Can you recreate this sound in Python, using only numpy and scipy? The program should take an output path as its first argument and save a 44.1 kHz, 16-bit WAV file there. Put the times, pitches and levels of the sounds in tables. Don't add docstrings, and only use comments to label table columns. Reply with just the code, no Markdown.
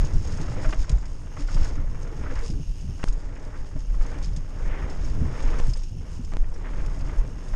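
import sys
import numpy as np
from scipy import signal
from scipy.fft import rfft, irfft, next_fast_len
from scipy.io import wavfile
from scipy.ndimage import uniform_filter1d, map_coordinates

SR = 44100
rng = np.random.default_rng(int(sys.argv[2]) if len(sys.argv) > 2 else 0)


def boost_factor(decibels):
    exponent = np.asarray(decibels, float) / 20
    return 10 ** exponent


def pcm_store(signal):
    levels = np.round(np.clip(np.atleast_2d(signal), -1, 1) * 32767)
    wavfile.write(sys.argv[1], SR, levels.astype(np.int16).T)


N = 332955
STEP_S = .002

# peak in [s], shake in [dB], flutter in
# [dB], half length in [s].
GUSTS = [(0.0, -15, -23, 0.055), (0.4, -27, -30, 0.43), (1.1, -28, -45, 0.068), (2.0, -30, -36, 0.16),
         (2.22, -31, -30, 0.07), (3.27, -27, -55, 0.039), (3.46, -33, -64, 0.048), (3.97, -22.5, -59, 0.11),
         (4.27, -25.5, -34.5, 0.23), (4.68, -21, -34.5, 0.082), (5.1, -23.5, -31.5, 0.22),
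         (5.55, -20, -32.5, 0.15), (5.97, -39, -31, 0.068), (6.17, -36.5, -36, 0.16),
         (6.42, -23, -53, 0.15), (6.6, -32.5, -47, 0.18), (6.83, -22, -34, 0.12), (7.55, -20.5, -33, 0.056),
         (0.155, -27, -22.5, 0.029), (0.56, -27, -49, 0.033), (0.686, -24, -28, 0.022),
         (0.8, -14.5, -39, 0.027), (0.95, -25, -34, 0.072), (1.447, -21.5, -42, 0.032),
         (1.589, -15, -30, 0.068), (1.799, -21, -30.5, 0.12), (2.376, -22, -57, 0.1),
         (2.545, -25.5, -29, 0.074), (2.701, -20.5, -36, 0.019), (2.868, -34.5, -32, 0.11),
         (3.127, -21, -51, 0.054), (3.61, -21.5, -55, 0.019), (3.788, -24.5, -48, 0.045),
         (4.838, -26, -31.5, 0.03), (5.225, -26, -23, 0.085), (5.684, -18.5, -34, 0.024),
         (5.78, -25, -55, 0.1), (7.043, -25, -32, 0.094), (7.197, -22, -36, 0.032),
         (7.273, -36, -35.5, 0.15)]
LULL_SHAKE_DB, LULL_FLUTTER_DB = -34.5, -39.5
# frequency in [Hz], level in [dB per Hz].
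SHAKE_COLOUR = [(4.7, -26), (8.0, 2.5), (32, 5.5), (75, -29.5), (98, -19), (160, -120)]
# frequency in [Hz], level in [dB per Hz].
FLUTTER_COLOUR = [(35, -15.5), (60, 5), (157, -6), (412, -35.5), (451, -64), (709, -40.5), (900, -42),
                  (1170, -101), (1980, -120)]
# frequency in [Hz], width in [Hz], level in [dB].
HELMET_AIR = [(267, 134, 0)]
HUM_UNDER_FLUTTER_DB, HUM_IDLE_DB = 19, -63.5
# time in [s], depth in [dB].
NODS = [
    (.162, -12),
    (.681, -10.5),
    (3.099, -8),
    (3.905, -16),
    (4.007, -11.5),
    (5.463, -12.5),
    (5.643, -11.5),
    (6.421, -11),
    (7.196, -10.5),
]
NOD_S = .011

# start in [s], peak in [dB], pitch in [Hz].
BLOWS = [(0.15, -23.5, 133), (0.5, -24.5, 125), (0.9, -22.5, 130), (2.5, -20.5, 140), (2.599, -20.5, 144.6),
         (2.893, -27, 130), (3.754, -24.5, 131), (4.373, -24.5, 140), (5.3, -25.5, 120),
         (5.683, -17.5, 118), (6.19, -29.5, 152), (0.927, -8.5, 46.6), (1.6, -24, 77.5), (1.613, -16, 64),
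         (1.553, -19.5, 125), (0.4, -20.5, 141), (0.04, -24.5, 130), (4.27, -29, 160), (0.3, -29, 200),
         (1.38, -28, 132), (2.5, -26, 200), (2.849, -26, 70), (5.7, -24, 58)]
BLOW_CYCLES = 12.1
# time in [s], jump in [dB], direction (signed share), creep in [s], judder in [dB].
MOUNT_SLIPS = [
    (0.737, -25.5, -0.88, 0.011, -32),
    (3.041, -13, 0.88, 0.011, -30.5),
    (5.405, -22, 0.54, 0.0038, -54),
    (5.6009, -22.5, 0.8, 0.0072, -33.5),
    (6.337, -28, 1, 0.016, -50),
    (6.3692, -20, 0.81, 0.03, -54),
]

# take-off in [s], landing in [s], roll lost in [dB],
# ratchet gained in [dB].
FLIGHTS = [
    (2.49, 2.987, 4.5, 2.5),
    (3.836, 3.894, 5, 5),
    (5.78, 6.007, 8, 0),
    (6.237, 6.317, 4, 1),
]
LIFT_S, LAND_S = 0.076, .004
# time in [s], ratchet rate in [teeth per s].
RATCHET_RATE = [(0, 100), (1, 108), (2, 92), (2.8, 120), (3, 81), (3.8, 93), (4.45, 120), (5.1, 160),
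                (5.9, 92), (6.2, 73), (6.9, 89), (7.55, 125)]
# frequency in [Hz], width in [Hz], level in [dB].
HUB_BANDS = [(2800, 450, 1), (5400, 600, -1), (6450, 200, 2), (9300, 500, -10), (10650, 250, -18),
             (12100, 500, -4), (13200, 450, 0)]
HUB_DB = -83.5
# middle in [s], loss in [dB], rise in [s], release in [s].
PAWL_RESTS = [
    (0.8, 9, 0.07, 0.33),
    (1.75, 3, .1, 0.28),
    (3.08, 21, 0.036, 0.42),
    (4.0, 4, .4, 0.75),
    (6.54, 9, 0.25, 0.46),
]

# time in [s], peak in [dB], pitch in [Hz], t60 in [s], ring over puff in [dB].
CHAIN_SLAPS = [(0.0487, -35.5, 6500, 0.055, 1), (0.2279, -43, 6480, 0.05, -6),
               (0.2468, -38.5, 6500, 0.058, -4), (0.275, -39, 6500, 0.046, 6),
               (0.3252, -38, 6310, 0.05, -4), (0.3726, -38, 6420, 0.05, -4),
               (0.4135, -32.5, 6410, 0.046, -3), (0.6903, -36, 6360, 0.05, -7),
               (0.8036, -36, 6480, 0.035, -10), (0.8295, -43, 6600, 0.05, -6),
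               (0.8946, -22, 6700, 0.037, -8), (0.9154, -36, 6520, 0.066, -7), (0.9837, -44, 6970, 0.05, 2),
               (1.0116, -47, 6830, 0.05, -4), (1.4052, -40, 6470, 0.045, -6), (1.5145, -37, 6400, 0.046, 1),
               (1.6866, -43, 6340, 0.05, -6), (1.7549, -41, 6450, 0.058, -6), (2.029, -44, 6420, 0.05, 0),
               (2.39, -40, 6470, 0.05, -4), (2.8105, -42, 6470, 0.05, -6), (3.1258, -40.5, 6660, 0.081, 0),
               (3.3972, -49, 6110, 0.06, -6), (3.45, -45, 6130, 0.044, -9), (3.8044, -44, 6560, 0.046, -6),
               (4.0632, -40, 6410, 0.05, -3), (4.1849, -42, 6440, 0.05, -1), (4.226, -39, 6500, 0.056, -6),
               (4.3635, -31, 6500, 0.059, -11), (5.0459, -43, 6360, 0.05, 0), (5.424, -37, 6590, 0.084, -9),
               (5.5846, -35, 5830, 0.14, -11), (5.7608, -42, 6510, 0.05, -4), (5.7708, -35, 8300, 0.05, -8),
               (6.989, -43, 6420, 0.05, -6), (7.1824, -43.5, 6490, 0.075, -6)]
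# time in [s], peak in [dB], pitch in [Hz], t60 in [s], ring over puff in [dB].
STONES = [(0.1356, -39, 5660, 0.065, -6), (0.63, -39, 5250, 0.055, -4), (1.055, -37.5, 5400, 0.055, -14),
          (1.5435, -31.5, 4890, 0.057, -6), (1.5998, -44, 3590, 0.055, -6), (1.6104, -40, 5280, 0.055, -6),
          (1.6447, -32, 5170, 0.055, -15), (2.354, -38, 5460, 0.055, -4), (2.431, -42, 4930, 0.055, -2),
          (2.4807, -39, 5010, 0.044, -6), (2.502, -37, 4970, 0.065, -6), (3.0842, -31.5, 5140, 0.048, -14),
          (3.667, -51, 3300, 0.055, 3), (3.7908, -43, 5180, 0.055, -6), (4.331, -46, 5140, 0.055, -4),
          (4.8965, -40, 5260, 0.072, -2), (5.0988, -40.5, 5040, 0.036, 5), (5.4031, -40, 5200, 0.047, -8),
          (5.5029, -39, 3550, 0.055, -11), (5.6935, -43, 5140, 0.055, 3), (5.7344, -31, 5070, 0.043, 2),
          (5.8343, -36, 5500, 0.046, -3), (6.2472, -39, 5170, 0.055, -11), (6.5395, -43, 5620, 0.074, -6),
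          (6.8615, -36, 5170, 0.042, -16), (7.0085, -41, 4820, 0.055, -8), (7.4844, -42.5, 4830, 0.055, -6)]
# time in [s], peak in [dB], t60 in [s].
ROOTS = [(0.646, -26, 0.057), (0.692, -27.5, 0.045), (0.979, -38, 0.081), (1.025, -40, 0.3),
         (1.27, -39.5, 0.096), (1.314, -40, 0.099), (1.368, -30, 0.073), (1.399, -35, 0.074),
         (1.485, -32, 0.14), (2.3, -34, 0.09), (2.359, -35, 0.36), (2.536, -40, .055), (2.995, -39, 0.2),
         (3.077, -30, 0.05), (3.76, -43, 0.088), (3.942, -34.5, 0.055), (4.118, -37, 0.21),
         (5.532, -30, 0.13), (5.583, -36, 0.21), (6.319, -33.5, 0.082), (6.643, -38, 0.52),
         (7.537, -26, 0.048), (0.384, -34, .06), (0.449, -38, 0.05), (0.727, -24, 0.08), (0.897, -39, .1),
         (1.516, -31, .05), (1.566, -31, 0.097), (1.78, -36.5, 0.091), (1.945, -37.5, 0.1),
         (2.07, -34, .04), (2.238, -30, .06), (4.01, -32.5, 0.1), (4.051, -35, 0.088), (4.563, -44, .04),
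         (4.73, -36, .05), (5.076, -41, 0.045), (5.314, -37, .06), (5.352, -31.5, 0.073), (5.755, -39, .08),
         (6.733, -32, .06), (6.861, -34, .05), (7.053, -39, .06), (7.093, -38, 0.067)]
ROOT_HZ, ROOT_RISE_S = 1310, 0.001274
# start in
# [s], peak in [dB], pitch in [Hz], t60 in [s].
BOOMS = [(0.578, -28.5, 527, 0.11), (0.649, -24.5, 625, 0.12), (0.733, -30, 633, 0.1),
         (1.391, -27, 284, 0.18), (1.842, -28, 570, 0.036), (2.181, -39, 436, 0.34),
         (2.314, -25, 489, 0.079), (2.419, -32.5, 465, 0.26), (2.519, -25, 315, 0.082),
         (2.568, -33, 282.6, 0.24), (3.759, -23.5, 276, 0.055), (3.761, -24, 610, 0.027),
         (5.766, -30, 507, 0.045), (4.699, -37, 376, 0.14), (6.969, -30, 620, .04),
         (4.361, -39, 1780, 0.045), (4.361, -40, 3310, .04), (7.105, -28, 260, 0.047),
         (5.218, -20.5, 238.5, 0.11), (5.498, -34.5, 460, 0.59), (6.191, -20.5, 240, 0.072),
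         (2.545, -29.5, 420, 0.057), (2.6, -32, 367, 0.043), (2.89, -35.5, 386, 0.065),
         (5.131, -31, 265.6, 0.1), (5.271, -30, 302, .07), (5.701, -34, 330, 0.066),
         (1.77, -32.5, 291, 0.16)]
# middle in [s], rms level in [dB], pitch in [Hz], half length in [s].
SCUFFS = [(0.843, -46, 1500, 0.011), (1.651, -44, 1530, 0.016), (2.27, -39.5, 1300, 0.01),
          (2.391, -48.5, 1800, 0.028), (3.55, -48, 1300, 0.022), (3.365, -51.5, 1990, .015),
          (.651, -38, 1390, .014), (.732, -41, 2700, 0.0056), (2.31, -43, 1600, .014),
          (4.287, -53, 3200, .008), (4.15, -51.5, 2200, .025), (4.74, -46, 1900, .09),
          (4.832, -45.5, 1500, 0.014), (6.446, -52.5, 1960, 0.0088), (6.66, -48, 1790, 0.018),
          (6.791, -51.5, 1980, 0.027)]

# thickest spray in [s], hiss in [dB], rise in [s], release in [s].
LOOSE_PATCHES = [(0.0, -48, .1, 0.079), (0.36, -50.5, 0.35, 0.17), (0.7, -51, 0.2, 0.25),
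                 (1.1, -63, 0.064, 0.19), (1.4, -50.5, 0.027, 0.043), (1.62, -46.5, 0.15, 0.1),
                 (2.2, -57, 0.11, 0.11), (2.37, -53, 0.095, .04), (2.46, -49.5, 0.058, 0.077),
                 (2.75, -59.5, 0.15, 0.43), (3.04, -52.5, 0.045, 0.075), (3.65, -67, 0.057, 0.12),
                 (4.05, -57, 0.084, 0.094), (4.33, -58, 0.26, 0.022), (4.76, -62, 0.2, 0.21),
                 (5.07, -55, 0.23, 0.12), (5.47, -54, 0.23, 0.12), (5.71, -52, 0.15, 0.042),
                 (5.82, -57.5, 0.067, 0.072), (6.15, -60, 0.16, 0.033), (6.3, -62, .06, 0.077),
                 (6.8, -60, 0.13, 0.5), (7.55, -58, 0.093, 0.12), (0.71, -45, .015, 0.016),
                 (0.79, -51, .02, .02), (1.425, -51, .02, .015), (1.56, -53, .012, 0.014),
                 (4.03, -52, .012, .015), (5.71, -48, .02, .015), (4.245, -47, 0.022, 0.035),
                 (5.8, -57, .01, .012), (2.46, -56, .03, .02)]
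PACKED_DB = -61.5
# frequency in [Hz], level in [dB per Hz].
HOUSING_COLOUR = [(1300, -20.5), (2500, -9.5), (3700, -10), (4210, -11), (5190, -1.5), (6040, -9),
                  (6250, -9), (6440, -2), (6750, -4), (7290, -9.5), (9270, -14), (10300, -14), (13400, -51),
                  (22000, -120)]
# frequency in [Hz], width in [Hz], level in [dB].
SHELL_MODES = [(5450, 170, -6.5), (6440, 160, -4.5)]
SHELL_DB = -11
# full load in [s], roar in [dB], rise in [s], release in [s].
ROLLERS = [(0.03, -46, .1, 0.15), (0.27, -47.5, 0.047, 0.15), (0.4, -46.5, 0.04, 0.23),
           (0.64, -45, 0.21, 0.15), (0.91, -49, 0.057, 0.064), (1.39, -51, 0.046, 0.089),
           (1.6, -46.5, 0.093, 0.17), (1.82, -51, 0.15, 0.023), (2.1, -51, 0.29, 0.11),
           (2.3, -47.5, 0.18, 0.16), (2.45, -52, 0.23, 0.016), (3.15, -56, 0.057, 0.35),
           (3.44, -53, 0.29, 0.34), (4.14, -47, 0.15, 0.11), (4.82, -44.5, 0.28, 0.19),
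           (5.02, -52, 0.16, 0.21), (5.3, -50.5, 0.24, 0.26), (5.53, -43, 0.27, 0.15),
           (5.78, -60, 0.033, 0.07), (6.04, -57, 0.023, .1), (6.66, -50, 0.15, 0.11),
           (6.79, -48, 0.079, 0.2), (7.15, -48, 0.21, 0.14), (7.55, -53, 0.28, .1), (2.9, -60, 0.059, .08),
           (6.34, -52, .01, 0.034), (6.66, -54, .02, 0.027), (7.12, -48, .03, 0.026)]
ROLLING_DB = -56
# frequency in [Hz], level in [dB per Hz].
TREAD_COLOUR = [(300, -5.5), (500, -1), (620, -1), (720, -5), (850, -1.5), (1300, -5.5), (1800, -8.5),
                (2300, -13.5), (2800, -21.5), (3500, -22), (4200, -33), (5500, -56), (9000, -120)]
# frequency in [Hz], width in [Hz], level in [dB].
CASING_MODES = [(280, 65, 1), (460, 90, -4), (607, 16, -4.5)]
DRONE_OVER_LOAD_DB = 1
# frequency in [Hz], width in [Hz], level in [dB].
CRUNCH_MODES = [(1946, 1030, 0)]
CRUNCH_DB, CRUNCH_GROWS, FULL_LOAD_DB = -11, 1.56, -44

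PREAMP_DB, PREAMP_HZ = -84, 10200
STARVED_HZ, HOLE_SHARE, EDGE_JITTER_HZ = 9400, .42, 250
# time in [s], frequency in [Hz].
TREBLE_EDGE = [(0, 13500), (.9, 14000), (1.3, 13600), (1.5, 12700), (2.05, 13500), (3.03, 13600),
               (3.07, 11200), (3.3, 13200), (3.8, 13000), (4, 13900), (5.3, 13400), (6.36, 14200),
               (6.42, 12600), (6.7, 13700), (7.55, 13800)]
# start in [s], end in [s].
BUSY = [
    (.83, 1.08),
    (3.23, 3.39),
]


def unit(x):
    return x / np.sqrt(np.mean(x ** 2) + 1e-20)


def curves(rows):
    s, *cols = np.transpose(rows)
    return [np.interp(np.arange(N) / SR, s, c) for c in cols]


def wobble(rate):
    knots = rng.standard_normal(int(N * rate / SR) + 4)
    return map_coordinates(knots, [np.arange(N) * rate / SR])


def filtered(x, response):
    m = next_fast_len(N + SR // 2)
    return irfft(rfft(x, m) * response(np.fft.rfftfreq(m, 1 / SR)), m)[:N]


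def colour(points):
    f, db = np.transpose(points)
    return lambda hz: boost_factor(np.interp(np.log(hz + 1), np.log(f + 1), db))


def resonant(modes):
    def response(f):
        return sum((-1) ** k * boost_factor(db) * 1j * f * w / (c * c - f * f + 1j * f * w)
                   for k, (c, w, db) in enumerate(modes))
    return response


def dulled(x, hz, order):
    return filtered(x, lambda f: 1 / (1 + (f / hz) ** order))


def grainy(spiky_db, rate):
    return rng.standard_normal(N) * boost_factor(spiky_db * wobble(rate))


def evened(x, seconds, share):
    size = int(seconds * SR)
    slow = uniform_filter1d(uniform_filter1d(unit(x) ** 2, size=size), size=size)
    return unit(x / (np.abs(slow) + 0.12) ** (share / 2))


def hump(s, rise, release):
    t = np.arange(0, N / SR + STEP_S, STEP_S) - s
    return np.exp(-(t / np.where(t < 0, rise, release)) ** 2)


def fine(coarse):
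    return np.interp(np.arange(N) / SR, np.arange(len(coarse)) * STEP_S, coarse)


def swells(rows, rest_db):
    power = sum((boost_factor(db) * hump(s, rise, release)) ** 2 for s, db, rise, release in rows)
    return np.sqrt(boost_factor(rest_db) ** 2 + fine(power))


def airborne():
    t = np.arange(N) / SR
    return sum(np.outer(db, np.tanh((t - up) / LIFT_S) - np.tanh((t - down) / LAND_S)) / 2
               for up, down, *db in FLIGHTS)


def bursts(events, gain_db, width):
    puff, ring, t = np.zeros(N + SR), np.zeros(N + SR), np.arange(SR // 8) / SR
    for s, db, hz, t60, ring_db, rise in events:
        shape = boost_factor(db + gain_db - 60 * t / t60) * (1 - np.exp(-t / rise))
        noise = rng.standard_normal(len(t))
        b, a = signal.iirpeak(hz, 1 / width, SR)
        at = round((s - rise) * SR)
        puff[at:at + len(t)] += shape * noise
        ring[at:at + len(t)] += boost_factor(ring_db) * shape * unit(signal.lfilter(b, a, noise))
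    return puff[:N], ring[:N]


def gusts():
    rows = GUSTS
    shaking = swells([(s, db, half, half) for s, db, _, half in rows], LULL_SHAKE_DB)
    fluttering = swells([(s, db, half, half) for s, _, db, half in rows], LULL_FLUTTER_DB)
    return shaking, fluttering


def wind(shaking, fluttering):
    shake = filtered(rng.standard_normal(N), colour(SHAKE_COLOUR))
    shake = evened(shake, seconds=0.034, share=1.0)
    flutter = filtered(grainy(spiky_db=1.5, rate=110), colour(FLUTTER_COLOUR))
    flutter = evened(flutter, seconds=0.048, share=0.21)
    return boost_factor(0.8) * shaking * shake + boost_factor(-1.8) * fluttering * flutter


def hum(fluttering):
    air = filtered(grainy(spiky_db=2.5, rate=32), resonant(HELMET_AIR))
    air = dulled(air, 700, 4)
    level = np.hypot(boost_factor(-HUM_UNDER_FLUTTER_DB) * fluttering, boost_factor(HUM_IDLE_DB))
    return level * evened(air, seconds=0.076, share=0.71)


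def nods():
    out, u = np.zeros(N + SR), np.arange(-SR // 20, SR // 20) / SR / NOD_S
    for s, db in NODS:
        at = round(s * SR) - SR // 20
        out[at:at + len(u)] -= boost_factor(db) * (1 - u * u) * np.exp(-u * u / 2)
    return out[:N]


def helmet_blows():
    out, t = np.zeros(N + SR), np.arange(SR // 6) / SR
    for s, db, hz in BLOWS:
        at = round(s * SR)
        decay = boost_factor(db + 1.0 - 60 * t * hz / BLOW_CYCLES)
        out[at:at + len(t)] -= decay * np.sin(2 * np.pi * hz * t) * (1 - np.exp(-t / 0.001))
    return filtered(out[:N], lambda f: 1 / (1 + 1j * f / 9000))


def mount_slips():
    out, judder, t = np.zeros(N + SR), np.zeros(N), np.arange(SR // 6) / SR
    for s, db, way, creep, judder_db in MOUNT_SLIPS:
        at = round(s * SR)
        out[at - len(t):at] -= way * boost_factor(db) * np.exp(-t / 0.011)[::-1]
        out[at:at + len(t)] += way * boost_factor(db) * 0.37 * np.exp(-t / 0.0013)
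        scrape = rng.standard_normal(len(t)) * (t < creep)
        judder[at - len(t):at] += boost_factor(judder_db) * scrape[::-1]
    jumps = filtered(out[:N], lambda f: 1 / (1 + 1j * f / 9000))
    return jumps + filtered(judder, resonant([(1090, 250, 10.0), (2600, 590, 3.6)]))


def freehub():
    rate, = curves(RATCHET_RATE)
    rest_db = fine(sum(db * hump(s, *ramps) for s, db, *ramps in PAWL_RESTS))
    level_db = HUB_DB + airborne()[1] - rest_db
    tooth = np.cumsum(rate * (1 + 0.034 * wobble(25))) / SR % 1
    clicks = rng.standard_normal(N) * (boost_factor(-20 * tooth) + 0.36) * boost_factor(1.4 * wobble(90))

    def bands(f):
        peaks = sum(boost_factor(db) / (1 + ((f - hz) / width) ** 2 * 2) for hz, width, db in HUB_BANDS)
        return .07 * (f > 2000) + peaks
    return boost_factor(level_db + 24.5) * unit(filtered(clicks, bands))


def frame_hits():
    hits = [(*hit, .0005) for hit in CHAIN_SLAPS + STONES]
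    puff, ring = bursts(hits, gain_db=-8.5, width=0.022)
    return boost_factor(12.0) * filtered(puff, colour(HOUSING_COLOUR)) + ring


def root_knocks():
    hits = [(s, db, ROOT_HZ, t60, -6, ROOT_RISE_S) for s, db, t60 in ROOTS]
    puff, ring = bursts(hits, gain_db=-7.5, width=0.89)
    return boost_factor(11.0) * filtered(puff, colour(TREAD_COLOUR)) + dulled(ring, 3200, 6)


def booms():
    out, t = np.zeros(N + SR), np.arange(SR // 4) / SR
    for s, db, hz, t60 in BOOMS:
        at = round(s * SR)
        decay = boost_factor(db - 3.0 - 60 * t / t60)
        out[at:at + len(t)] += decay * np.sin(2 * np.pi * hz * t) * (1 - np.exp(-t / 0.0041))
    return out[:N]


def scuffs():
    out, t = np.zeros(N + SR), np.arange(-SR // 5, SR // 5) / SR
    for s, db, hz, half in SCUFFS:
        b, a = signal.iirpeak(hz, 1.4, SR)
        clumps = boost_factor(2.2 * np.repeat(rng.standard_normal(len(t)), 100)[:len(t)])
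        soil = clumps * rng.standard_normal(len(t))
        swell = np.exp(-(t / half) ** 2)
        rasp = swell * signal.lfilter(b, a, signal.lfilter(b, a, soil))
        at = round(s * SR) - SR // 5
        out[at:at + len(t)] += boost_factor(db) * np.linalg.norm(swell) / np.linalg.norm(rasp) * rasp
    return dulled(out[:N], 3300, 6)


def flying_grit(bumps):
    spray = swells(LOOSE_PATCHES, PACKED_DB)
    grit = filtered(grainy(spiky_db=2.5, rate=330), colour(HOUSING_COLOUR))
    grit = evened(grit, seconds=0.054, share=0.36)
    shell = filtered(grainy(spiky_db=5.5, rate=180), resonant(SHELL_MODES))
    grit = grit + boost_factor(SHELL_DB) * unit(filtered(shell, resonant(SHELL_MODES)))
    fizz = filtered(grit, lambda f: 1 / (1 + (7300 / (f + 1)) ** 12))
    dust_gain = boost_factor(1.6 * wobble(16) - 1.2) * (spray / boost_factor(-57.5)) ** -.35
    grit = grit + (dust_gain - 1) * fizz
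    return spray * boost_factor(0.89 * bumps + 1.43 * wobble(30) - 1.0) * grit


def casing_drone(load, lost_db):
    drone = 0
    for mode in CASING_MODES:
        drone = drone + boost_factor(1.7 * wobble(9)) * filtered(grainy(spiky_db=2.0, rate=43), resonant([mode]))
    drone = dulled(unit(drone), 900, 4)
    return boost_factor(DRONE_OVER_LOAD_DB - 0.5 * lost_db) * load * evened(drone, seconds=0.24, share=0.42)


def tread_roar(load, bumps):
    roar = filtered(grainy(spiky_db=2.1, rate=150), colour(TREAD_COLOUR))
    roar = evened(roar, seconds=.04, share=.75)
    crunch = filtered(grainy(spiky_db=6.5, rate=90), resonant(CRUNCH_MODES))
    crunch = evened(filtered(crunch, resonant(CRUNCH_MODES)), seconds=.012, share=0.47)
    crunch_gain = boost_factor(CRUNCH_DB) * (load / boost_factor(FULL_LOAD_DB)) ** (CRUNCH_GROWS - 1)
    return load * boost_factor(0.45 * bumps + 0.7) * (roar + crunch_gain * crunch)


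def tyres():
    lost_db = airborne()[0]
    load = swells(ROLLERS, ROLLING_DB - lost_db)
    bumps = wobble(22)
    return tread_roar(load, bumps) + casing_drone(load, lost_db) + flying_grit(bumps)


def scene():
    shaking, fluttering = gusts()
    air = wind(shaking, fluttering) + hum(fluttering)
    head = nods() + helmet_blows() + mount_slips()
    bike = freehub() + frame_hits() + root_knocks() + booms() + scuffs() + tyres()
    return (air + head + bike)[None]


def starved(x):
    hz, t, z = signal.stft(x, SR, nperseg=2048, noverlap=1536, boundary="even")
    field = uniform_filter1d(rng.standard_normal(z.shape), size=6, axis=1)
    field = uniform_filter1d(field, size=7, axis=2)
    holes = (field < np.quantile(field, HOLE_SHARE)) & (hz > STARVED_HZ)[:, None]
    jitter = np.repeat(rng.standard_normal(len(t)), 4)[:len(t)]
    edge = np.interp(t, *np.transpose(TREBLE_EDGE)) + EDGE_JITTER_HZ * jitter
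    kept = ~(holes | (hz[:, None] > edge))
    return signal.istft(z * kept, SR, nperseg=2048, noverlap=1536)[1][:, :N]


def sputtered(x):
    hz, t, z = signal.stft(x, SR, nperseg=512, boundary="even")
    field = uniform_filter1d(rng.standard_normal(z.shape), size=8, axis=1)
    busy = sum((t > a) & (t < b) for a, b in BUSY) > 0
    lost = (unit(field) < (hz[:, None] - 11000) / 2500) & (hz > 8000)[:, None] & busy
    return signal.istft(z * ~lost, SR, nperseg=512)[1][:, :N]


def low_pass(x):
    return signal.sosfilt(signal.butter(12, 14200, fs=SR, output="sos"), x)


def record(dry):
    b, a = signal.butter(5, 9800, fs=SR)
    settled = signal.lfilter_zi(b, a) * dry[:, :1]
    heard = signal.lfilter(b, a, dry, zi=settled)[0]
    hiss = filtered(rng.standard_normal(N), lambda f: (f > PREAMP_HZ) * (f < 14200))
    heard = heard + boost_factor(PREAMP_DB) * unit(hiss)
    heard = sputtered(starved(heard))
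    return low_pass(heard)


dry = scene()
out = record(dry)
pcm_store(out)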